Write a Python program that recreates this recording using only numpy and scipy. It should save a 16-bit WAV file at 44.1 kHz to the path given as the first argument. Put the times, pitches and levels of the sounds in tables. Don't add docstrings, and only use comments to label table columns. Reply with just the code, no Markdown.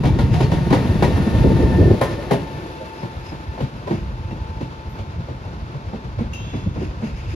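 import sys
import numpy as np
from scipy import signal
from scipy.fft import rfft, irfft, next_fast_len
from scipy.io import wavfile
from scipy.ndimage import uniform_filter1d

SR = 44100
rng = np.random.default_rng(int(sys.argv[2]) if len(sys.argv) > 2 else 0)


def master_out(mix):
    frames = np.transpose(np.atleast_2d(mix))
    ceiling = np.clip(frames, -1, 1)
    pcm = np.round(ceiling * 32767).astype(np.int16)
    wavfile.write(sys.argv[1], SR, pcm)


N = 324135
TIME = np.arange(N) / SR
SPEED_M_PER_S, TRACK_M, SOUND_M_PER_S = 6.6, 6.0, 343
BOGIE_S, DRIVE_S, TAIL_S = 1.305, 1.52, 1.933


# freq_hz, level_db, t60_s
RAIL_MODES = [(280.4, -7, 0.37), (398, -1, 0.13), (531, -8.5, 0.059), (697.5, -4.5, 0.12),
              (798, 3.5, 0.056), (930.7, -2.5, 0.11), (1040, -3.5, 0.11), (1460, -14, 0.13),
              (1883, -14, 0.12), (2230, -16, 0.12), (2730, -28, 0.19), (3950, -24, 0.11), (4570, -24, 0.1)]
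# freq_hz, level_db, t60_s
BOGIE_MODES = [(113.2, -2, 0.23), (139.6, -0.5, 0.27), (180, -4, 0.2), (237.2, -2, 0.13), (332, -1.5, 0.11)]
# freq_hz, density_db
CRACK_SPECTRUM = [(1200, -28), (2200, -1.5), (3100, 1), (4200, -1.5), (5200, -6.5), (7000, -11.5),
                  (10500, -17.5), (13000, -24.5), (15000, -31)]
# freq_hz, density_db
CLATTER_SPECTRUM = [(250, -48), (380, 0.5), (520, 3.5), (680, -2), (900, -4.5), (1150, -11), (1420, -11.5),
                    (1650, -14.5), (1900, -15), (2300, -18), (3200, -35)]
# freq_hz, density_db
THUMP_SPECTRUM = [(50, -23), (90, -30), (130, 2.5), (180, 1.5), (270, -3), (360, -5), (480, -33),
                  (700, -40)]
# start_s, level_db, thump_rel_db, crack_rel_db, ring_hz, ring_rel_db
JOINT_STRIKES = [(.033, -24.5, -3, -14.5, 422, -6), (.05, -24.5, 9, -11, 299, 4.5),
                 (.185, -22, 5, -12.5, 333, -5), (.336, -27, 5.5, -9.5, 341, -2),
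                 (.402, -22.5, 7, -11.5, 425, -1.5), (.514, -22, 4, -13, 720, -1.5),
                 (.702, -22.5, 5.5, -13, 302, -4), (.724, -13.5, -5, -17, 273.7, 4),
                 (1.022, -14.5, 1.5, -15.5, 365, 0.5), (2.01, -15, -4.5, -17.5, 544, 0.5),
                 (2.307, -15, 1.5, -16.5, 404, 2.5), (3.026, -32, 8, -16, 597, -7),
                 (3.315, -37, 8, -13, 443, -5), (3.573, -33, -4, -22, 700, 0),
                 (3.6, -28, 4.5, -14, 483, -0.5), (3.868, -27.5, -4, -17.5, 618, -2),
                 (3.903, -26, 7.5, -17.5, 255, 2), (4.303, -35.5, 9.5, -16, 317, -3),
                 (4.603, -34.5, 11.5, -12, 288, 6), (4.982, -37.5, 3, -10.5, 355, -2),
                 (5.28, -34, 2.5, -20, 480, -5), (5.445, -37, -9, -17, 610, -1),
                 (5.735, -38, -10, -26, 450, 2), (5.925, -34.5, 5.5, -22, 783, -2),
                 (6.18, -31.5, 4, -17, 544, -4), (6.53, -32.5, 11, -28, 290, 3.5),
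                 (6.754, -33, 9, -27, 388, -4), (6.8, -34, 7, -29, 308, 6.5),
                 (7.014, -35.5, 3, -21, 840, -6)]

def clacks(rebound_s=0.02, rebound_db=-9, dulling_db_per_hz=0.00008):
    out, t = np.zeros((2, N)), np.arange(16384) / SR
    for start_s, level_db, thump_db, crack_db, ring_hz, ring_db in JOINT_STRIKES:
        away = distance(start_s, BOGIE_S)
        rise_s, decay_s = 0.0033 * away ** 0.48, 0.028 * away ** 0.071
        crack_decay_s, thump_rise_s = 0.82 * decay_s, 2.07 * rise_s
        snap = blow(t, rise_s, crack_decay_s)
        snap += gain(rebound_db) * blow(np.maximum(t - rebound_s, 0), rise_s, crack_decay_s)
        dulled = [(hz, db - dulling_db_per_hz * hz * (away - 1)) for hz, db in CRACK_SPECTRUM]
        crack = burst(dulled, snap)
        crack += gain(-7.5) * burst(AIR_SPECTRUM, snap) / distance(start_s, abreast_s=1.9) ** 3.8
        knock = gain(-1.5) * ring(RAIL_MODES, t, rise_s, detune=0.034)
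        knock += gain(-0.5) * burst(CLATTER_SPECTRUM, blow(t, rise_s, decay_s))
        knock += np.sqrt(2) * ring([(ring_hz, ring_db, 0.17)], t, rise_s, detune=0)
        thump = gain(-2) * ring(BOGIE_MODES, t, thump_rise_s, detune=0.078)
        thump += gain(-3) * burst(THUMP_SPECTRUM, blow(t, thump_rise_s, 0.91 * decay_s))
        add(out, start_s, gain(level_db) * (gain(crack_db) * crack + knock + gain(thump_db) * thump))
    return out


# freq_hz, density_db
ROAR_SPECTRUM = [(90, -22), (135, 0), (200, 2.5), (350, -2), (500, -2), (640, -4.5), (780, -7),
                 (1000, -3.5), (1250, -10), (1500, -10.5), (2000, -23), (3000, -56)]
# freq_hz, density_db
DRONE_SPECTRUM = [(290, -5), (345, 6), (395, -5), (450, -3.5), (512, -2), (570, -9), (680, -7.5)]
# freq_hz, density_db
HISS_SPECTRUM = [(900, 4.5), (1450, 6), (1650, 2.5), (2200, 2), (2650, 0.5), (3100, -2), (3700, -2),
                 (4600, -4.5), (5200, -7), (6000, -11), (7000, -13.5), (8000, -20.5)]
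# freq_hz, density_db
AIR_SPECTRUM = [(6500, -5), (8000, -4), (9800, -0.5), (11500, -3.5), (13000, -10), (14500, -23)]

def rolling(roar_flicker_db=1.12, hiss_flicker_db=0.78):
    roughness = wander(27)
    roar = noise(ROAR_SPECTRUM) * passing(BOGIE_S, near_db=-35, falloff=2, far_db=-40)
    drone = noise(DRONE_SPECTRUM) * passing(abreast_s=1.58, near_db=-27, falloff=2.84, far_db=-51)
    hiss = noise(HISS_SPECTRUM) * passing(BOGIE_S, near_db=-36, falloff=1.6, far_db=-47)
    air = noise(AIR_SPECTRUM) * passing(BOGIE_S, near_db=-52.5, falloff=1.72, far_db=-72.5)
    lows = (roar + drone) * gain(roar_flicker_db * roughness)
    highs = (hiss + air) * gain(hiss_flicker_db * roughness)
    return lows + highs


# time_s, level_db
WHINE_LEVEL = [(0, -46), (.5, -41), (1.25, -42.5), (1.5, -33.5), (1.6, -40), (1.72, -33), (1.88, -45),
               (2.15, -45.5), (2.48, -40.5), (2.64, -47.5), (2.78, -43), (2.97, -40.5), (3.25, -48.5),
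               (3.55, -44), (3.8, -51), (4.1, -49.5), (4.45, -42.5), (4.7, -45.5), (5.3, -51), (6.3, -53.5),
               (6.7, -59), (7.35, -58)]
# time_s, level_db
OCTAVE_LEVEL = [(0, -56), (1.1, -44), (1.35, -42), (1.5, -46), (1.6, -42.5), (1.78, -38), (1.9, -39.5),
                (1.96, -53), (2.2, -47), (2.45, -53), (2.58, -47), (2.75, -57), (3.05, -54), (3.25, -58),
                (3.5, -51), (3.7, -64), (5.2, -63), (7.35, -67)]

def whine(rest_hz=897, second_ratio=1.02, second_db=-9, fade_start_s=3.3, fade_db_per_s=15):
    delay_s = TRACK_M * distance(TIME, DRIVE_S) / SOUND_M_PER_S
    drift_s = np.cumsum(0.001 * wander(12)) / SR
    cycles = rest_hz * (TIME - delay_s + drift_s)
    second_gain = gain(second_db - fade_db_per_s * np.maximum(TIME - fade_start_s, 0))
    whine_db = over_time(WHINE_LEVEL)
    partials = [(1, whine_db, 2.8), (2, over_time(OCTAVE_LEVEL), 1.6), (3, whine_db - 22, 1.6)]
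    out = np.zeros((2, N))
    for ratio, drive_gain in [(1, 1), (second_ratio, second_gain)]:
        for harmonic, level_db, steadiness in partials:
            blur_hz = 22 * harmonic
            blur = np.array([steadiness + wander(blur_hz) + 1j * wander(blur_hz) for _ in range(2)])
            blur /= np.sqrt(uniform_filter1d(abs(blur) ** 2, size=4000))
            tone = (blur * np.exp(2j * np.pi * harmonic * ratio * cycles)).real
            out += drive_gain * gain(level_db) * unit_rms(tone)
    return out


# freq_hz, density_db
FRICTION_SPECTRUM = [(1200, -3), (2000, 3.5), (2450, 3.5), (2680, 7.5), (2950, -1.5), (4300, -9),
                     (4850, -2.5), (5200, -7), (5600, -14), (6500, -6), (8000, -21), (10500, -19),
                     (14500, -37)]
# freq_hz, density_db
SQUEAK_SPECTRUM = [(4650, -28), (5000, 0), (5280, 0), (5550, -28)]
# centre_s, level_db, half_width_s, squeak_rel_db
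FLANGE_SCUFFS = [(0.34, -38, 0.028, -16), (0.422, -38.5, 0.045, -12), (2.13, -41.5, 0.026, -16),
                 (3.01, -50, 0.034, -5), (3.28, -46.5, 0.041, -4), (3.956, -45, 0.055, -22),
                 (6.55, -47, 0.11, -16), (6.83, -45.5, 0.081, -13), (7.063, -43, 0.045, -17),
                 (7.185, -46, 0.053, -15), (7.323, -44, 0.06, -15)]

def scuffs(grit_db=1.5):
    friction, squeak = noise(FRICTION_SPECTRUM), noise(SQUEAK_SPECTRUM)
    out = np.zeros((2, N))
    for centre_s, level_db, half_width_s, squeak_db in FLANGE_SCUFFS:
        envelope = gain(level_db) * swell(TIME - centre_s, half_width_s)
        out += envelope * (friction + gain(squeak_db) * squeak)
    return out * gain(grit_db * wander(60))


# centre_s, pitch_hz, level_db, half_width_s
WHEEL_TONES = [(.042, 895, -35, 0.01), (.052, 2320, -43, 0.03), (.082, 845, -32, 0.02),
               (0.387, 725, -31, 0.033), (0.454, 4400, -44, 0.022), (.745, 715, -28.5, .025),
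               (1.05, 1890, -35, .025), (2.062, 1020, -33.5, 0.04), (2.19, 562, -31.5, .03),
               (2.345, 655, -22, 0.014), (2.815, 530, -32.5, .02), (2.824, 630, -35, .02),
               (3.586, 885, -37, .012), (3.88, 1000, -36, .012), (4.32, 2680, -48, .018),
               (4.625, 2650, -51, .025)]

def wheel_tones():
    out, t = np.zeros((2, N)), np.arange(-4096, 4096) / SR
    for centre_s, pitch_hz, level_db, half_width_s in WHEEL_TONES:
        tone = wavering_tone(pitch_hz, len(t), depth=0.015, rate_hz=60)
        add(out, centre_s + t[0], gain(level_db) * tone * swell(t, half_width_s))
    return out


# freq_hz, density_db
BOOM_SPECTRUM = [(105, -12), (135, 0), (170, -6), (200, -20.5)]

def boom():
    body = lumpy_noise(BOOM_SPECTRUM, lumps_db=0.5, lumps_hz=9.2)
    return body * passing(abreast_s=0.29, near_db=-21.5, falloff=3.04, far_db=-48)


# freq_hz, density_db
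WIND_SPECTRUM = [(15, -35), (30, -40), (45, -0.5), (65, 1.5), (90, 0), (125, -1.5), (170, -7.5),
                 (250, -18.5), (400, -30.5), (800, -63)]
# time_s, level_db
WIND_LEVEL = [(0, -18), (.4, -22), (.6, -28), (1.1, -21), (1.9, -19.5), (1.99, -32), (2.35, -32.5),
              (2.85, -39.5), (3.78, -35), (3.98, -27.5), (4.7, -33), (6.3, -29.5), (7.35, -28.5)]

def wind(trim_db=-1, gust_db=2.7, gust_hz=9):
    rumble = lumpy_noise(WIND_SPECTRUM, lumps_db=3, lumps_hz=22.8)
    return rumble * gain(over_time(WIND_LEVEL) + trim_db + gust_db * wander(gust_hz))


# freq_hz, density_db
FLUTTER_SPECTRUM = [(70, 3.5), (130, -6.5), (180, 1), (240, -4.5), (330, -9.5), (450, -14), (600, -21.5),
                    (900, -29.5), (1500, -58)]

def slipstream(tail_db=-17, build_db_per_s=3, drop_db=10.5, drop_s=0.027, wake_db_per_s=22.5):
    before_s, after_s = np.maximum(TAIL_S - TIME, 0), np.maximum(TIME - TAIL_S, 0)
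    level_db = tail_db - build_db_per_s * before_s
    level_db -= drop_db * np.minimum(after_s / drop_s, 1) + wake_db_per_s * after_s
    return lumpy_noise(FLUTTER_SPECTRUM, lumps_db=3.5, lumps_hz=40) * gain(level_db)


# centre_s, pitch_hz, level_db
BUFFETS = [(.067, 100, -16), (.13, 88, -14), (.243, 107, -13), (.322, 105, -10.5), (.372, 127, -15),
           (.444, 128, -14), (.532, 140, -16), (.716, 142, -14), (.77, 120, -17), (.902, 104, -12),
           (1.045, 121, -13), (1.087, 87, -14), (1.151, 91, -13), (1.357, 117, -15), (1.484, 97, -11.5),
           (1.56, 113, -13), (1.646, 76, -12), (1.686, 114, -16), (1.814, 104, -11), (1.86, 92, -11),
           (1.921, 89, -13), (2.136, 105, -22), (2.42, 130, -25), (3.049, 147, -25), (3.176, 77, -26),
           (3.3, 95, -28), (3.497, 92, -22.5), (3.64, 119, -16), (4.03, 85, -26), (4.067, 81, -23),
           (4.214, 80, -27), (4.259, 83, -23.5), (4.42, 95, -21), (4.513, 96, -22), (4.881, 92, -26),
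           (5.009, 110, -23), (5.191, 82, -23), (5.309, 104, -25), (5.472, 88, -22), (5.764, 119, -23.5),
           (5.881, 100, -23), (6.055, 115, -25), (6.189, 99, -18), (6.566, 97, -23), (6.641, 74, -25),
           (6.681, 100, -17.5), (6.895, 65, -23), (7.151, 84, -21), (7.218, 89, -28), (7.29, 94, -27)]

def buffets(half_width_s=0.013):
    out, t = np.zeros((2, N)), np.arange(-2048, 2048) / SR
    for centre_s, pitch_hz, level_db in BUFFETS:
        tone = wavering_tone(pitch_hz, len(t), depth=0.2, rate_hz=80)
        add(out, centre_s + t[0], gain(level_db) * tone * swell(t, half_width_s))
    return out


# freq_hz, density_db
RASP_SPECTRUM = [(90, 1), (200, 2.5), (330, 2), (450, -0.5), (560, -7.5), (700, -17), (1000, -30),
                 (1500, -43)]
# start_s, length_s, level_db
TAIL_GUSTS = [(1.441, 0.036, -12), (1.488, 0.047, -17), (1.625, 0.034, -18), (1.663, .03, -27),
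              (1.784, 0.061, -13.5), (1.853, .035, -14), (1.904, 0.019, -11.5), (1.936, 0.015, -11.5)]

def tail_gusts(edge_s=0.0055):
    envelope = np.zeros(N)
    for start_s, length_s, level_db in TAIL_GUSTS:
        inside_s = length_s / 2 - abs(TIME - start_s - length_s / 2)
        envelope += gain(level_db) * np.clip(inside_s / edge_s + 0.5, 0, 1)
    return envelope * levelled(noise(RASP_SPECTRUM), window_samples=900)


# centre_s, pitch_hz, level_db, half_width_s
THUDS = [(3.918, 340, -22, 0.013), (3.945, 200, -22.5, 0.012), (5.947, 212, -25.5, 0.011),
         (6.219, 234, -21, 0.011), (6.671, 187, -17, 0.0089), (6.826, 370, -27, 0.018),
         (7.042, 220, -19, 0.013), (7.345, 325, -29, 0.01)]

def thuds(rasp_db=-10):
    out, t = np.zeros((2, N)), np.arange(-4096, 4096) / SR
    for centre_s, pitch_hz, level_db, half_width_s in THUDS:
        envelope = swell(t, half_width_s)
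        tone = np.sqrt(2) * sine(pitch_hz * t) * envelope
        rasp = gain(rasp_db) * burst(RASP_SPECTRUM, envelope)
        add(out, centre_s + t[0], gain(level_db) * (tone + rasp))
    return out


# freq_hz, density_db
TICK_SPECTRUM = [(2200, -2), (2700, 2), (4500, -10), (6400, -4), (7500, -15), (10000, -15), (14000, -25)]
# freq_hz, level_db, t60_s, rise_s, rattle_rad
STEEL_MODES = [(2681, -2, 1.1, .003, .5), (2725, 1, .45, .003, .6), (2772, 3, .42, .003, .7),
               (3171, -.5, .68, .07, .8), (3468, 6, .9, .16, .6), (3725, -12, .55, .03, 1.4),
               (3860, -10, .7, .06, 1.3), (5028, -16, .6, .003, 1), (5399, -18, .9, .02, .4),
               (5725, -21, .9, .04, 1.3), (6000, -14, .3, .003, 1.4), (6380, -13.5, .85, .003, .9),
               (6520, -12.5, 1.5, .003, .6), (6750, -23, .5, .003, 1.2), (9700, -29, .2, .003, 2),
               (12400, -36, .5, .003, 1.5), (12950, -30, .85, .003, 2)]

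def ping(start_s=6.331, level_db=-37, tick_rel_db=-3.5):
    out, t = np.zeros((2, N)), np.arange(SR) / SR
    tick = burst(TICK_SPECTRUM, blow(t, rise_s=0.003, decay_s=0.025))
    add(out, start_s, gain(level_db + tick_rel_db) * tick)
    for freq_hz, mode_db, t60_s, rise_s, rattle_rad in STEEL_MODES:
        phase = 2 * np.pi * (freq_hz * t + rng.random((2, 1))) + rattle_rad * wander(80, len(t))
        envelope = blow(t, rise_s, t60_s / np.log(1000))
        add(out, start_s, gain(level_db + mode_db) * np.sin(phase) * envelope)
    return out


# freq_hz, density_db
SINGING_SPECTRUM = [(2450, -25), (2650, 0), (2850, -25), (3350, -32), (3550, -5), (3750, -30)]

def singing_rails(flicker_db=2.5):
    envelope = passing(BOGIE_S, near_db=-53, falloff=0.9, far_db=-68)
    return noise(SINGING_SPECTRUM) * envelope * gain(flicker_db * wander(8))


# freq_hz, density_db
SIZZLE_SPECTRUM = [(10000, -10), (11500, 0), (13500, 0), (14500, -3)]

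def sizzle(start_s=4.885, level_db=-62):
    envelope = blow(np.maximum(TIME - start_s, 0), rise_s=0.008, decay_s=0.07)
    return noise(SIZZLE_SPECTRUM) * gain(level_db) * envelope


# freq_hz, t60_s
YARD_DECAY = [(100, 0.88), (700, 0.5), (3000, 0.88), (10000, 0.31)]

def yard_echo(x, onset_s=0.011):
    hz, t, spectra = signal.stft(rng.standard_normal((2, SR)), SR, nperseg=256)
    decay = gain(-60 * t / over_freq(YARD_DECAY, hz)[:, None])
    tail = signal.istft(spectra * decay * np.minimum(t / onset_s, 1), SR, nperseg=256)[1]
    return signal.fftconvolve(x, tail / np.linalg.norm(tail[0]), axes=1)[:, :N]


# freq_hz, coherence, left_lead_rad, left_over_right_db
STEREO_NEAR = [(60, 0.94, 0, 0.5), (244, 0.87, 0, 0), (550, 0.81, 0.46, 1), (910, 0.7, 0, 2.5),
               (1270, 0.3, 2, 1), (1600, 1, 1.76, 0), (2140, 0.55, -0.7, 4), (5000, 0.48, 0.2, 2.5),
               (6640, 0.06, -0.5, 2.5), (7370, 1, -2.5, -3.5), (8470, 1, -4, 5.5), (11200, 1, -5.5, -1)]
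# freq_hz, coherence, left_lead_rad, left_over_right_db
STEREO_FAR = [(60, 1, 0.092, 0), (250, 0.91, 0.34, 0), (547, 0.66, 0.88, 2), (897, 0.77, 1.3, 2.5),
              (1290, 0.57, 3.13, -4), (1870, 0.27, 3.07, 2.5), (2200, 0.61, 5.5, 1),
              (4970, 0.064, 8.3, 3.5), (6550, 0.12, 4.8, -1), (7770, 1, 3.56, 4.5), (8800, 1, 2.92, -1),
              (10760, 0.9, 0.55, 0)]

def stereo_image(x, table):
    size = next_fast_len(N)
    hz = np.fft.rfftfreq(size, 1 / SR)
    coherence, lead_rad, balance_db = (over_freq(table, hz, column) for column in (1, 2, 3))
    shared, opposed = rfft(x, size)
    side = np.array([[1], [-1]])
    spectra = shared * np.sqrt((1 + coherence) / 2) + side * opposed * np.sqrt((1 - coherence) / 2)
    spectra *= gain(side * balance_db / 2)
    spectra[1] *= np.exp(-1j * lead_rad)
    return irfft(spectra, size)[:, :N]


def distance(time_s, abreast_s):
    return np.hypot(1, SPEED_M_PER_S * (time_s - abreast_s) / TRACK_M)


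def passing(abreast_s, near_db, falloff, far_db):
    return np.hypot(gain(near_db) / distance(TIME, abreast_s) ** falloff, gain(far_db))


def gain(db):
    return 10 ** (np.asarray(db) / 20)


def unit_rms(x):
    return x / np.sqrt(np.mean(x ** 2, axis=-1, keepdims=True) + 1e-20)


def levelled(x, window_samples):
    return x / np.sqrt(abs(uniform_filter1d(x ** 2, size=window_samples)) + 1e-9)


def over_freq(table, hz, column=1):
    columns = np.transpose(table)
    return np.interp(np.log(hz + 1), np.log(columns[0] + 1), columns[column])


def over_time(table):
    return np.interp(TIME, *np.transpose(table))


def add(mix, start_s, sound):
    part = mix[:, max(round(start_s * SR), 0):][:, :sound.shape[-1]]
    part += sound[..., :part.shape[-1]]


def noise(spectrum, size=N, skirt_db_per_octave=30):
    padded = next_fast_len(size)
    hz = np.fft.rfftfreq(padded, 1 / SR) + 1
    octaves_out = abs(np.log2(hz / np.clip(hz, spectrum[0][0], spectrum[-1][0])))
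    shape = gain(over_freq(spectrum, hz) - skirt_db_per_octave * octaves_out)
    white = rng.standard_normal((2, padded))
    return unit_rms(irfft(rfft(white) * shape, padded)[:, :size])


def wander(rate_hz, size=N):
    points, hop = 8192, 64
    hz = np.fft.rfftfreq(points, hop / SR)
    slow = irfft(rfft(rng.standard_normal(points)) * np.exp(-(hz / rate_hz) ** 2))
    return np.interp(np.arange(size) / hop, np.arange(points), unit_rms(slow))


def lumpy_noise(spectrum, lumps_db, lumps_hz):
    return levelled(noise(spectrum) * gain(lumps_db * wander(lumps_hz)), window_samples=3000)


def burst(spectrum, envelope):
    x = noise(spectrum, len(envelope)) * envelope
    return unit_rms(x) * np.sqrt(np.mean(envelope ** 2)) / envelope.max()


def blow(t, rise_s, decay_s):
    return (1 - np.exp(-(t / rise_s) ** 2)) * np.exp(-t / decay_s)


def swell(t, half_width_s):
    return np.exp(-(t / half_width_s) ** 2)


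def sine(cycles):
    return np.sin(2 * np.pi * (cycles + rng.random((2, 1))))


def wavering_tone(pitch_hz, size, depth, rate_hz):
    freq_hz = pitch_hz * (1 + depth * wander(rate_hz, size))
    return np.sqrt(2) * sine(np.cumsum(freq_hz) / SR)


def ring(modes, t, rise_s, detune):
    out = np.zeros((2, len(t)))
    for freq_hz, level_db, t60_s in modes:
        tone = sine(freq_hz * rng.uniform(1 - detune, 1 + detune) * t)
        out += gain(level_db) * blow(t, rise_s, t60_s / np.log(1000)) * tone
    return out


def scene(echo_db=-11, leaves_s=2.48, crossfade_s=0.37):
    hits = clacks() + thuds() + ping()
    mix = hits + gain(echo_db) * yard_echo(hits)
    mix += rolling() + singing_rails() + boom() + scuffs() + sizzle() + wheel_tones() + whine()
    mix += wind() + slipstream() + buffets() + tail_gusts()
    far = np.clip((TIME - leaves_s) / crossfade_s + 0.5, 0, 1)
    return (1 - far) * stereo_image(mix, STEREO_NEAR) + far * stereo_image(mix, STEREO_FAR)


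def record(dry, low_cut_hz=28, ceiling=0.95, high_cut_hz=14450):
    highpass = signal.butter(2, low_cut_hz, "highpass", fs=SR, output="sos")
    lean = signal.sosfilt(highpass, dry)
    rounded = lean / (1 + (lean / ceiling) ** 6) ** (1 / 6)
    faded = rounded * signal.windows.tukey(N, 0.001)
    lowpass = signal.firwin(511, high_cut_hz, window=("kaiser", 9), fs=SR)
    return signal.oaconvolve(faded, lowpass[None], "same")


dry = scene()
out = record(dry)
master_out(out)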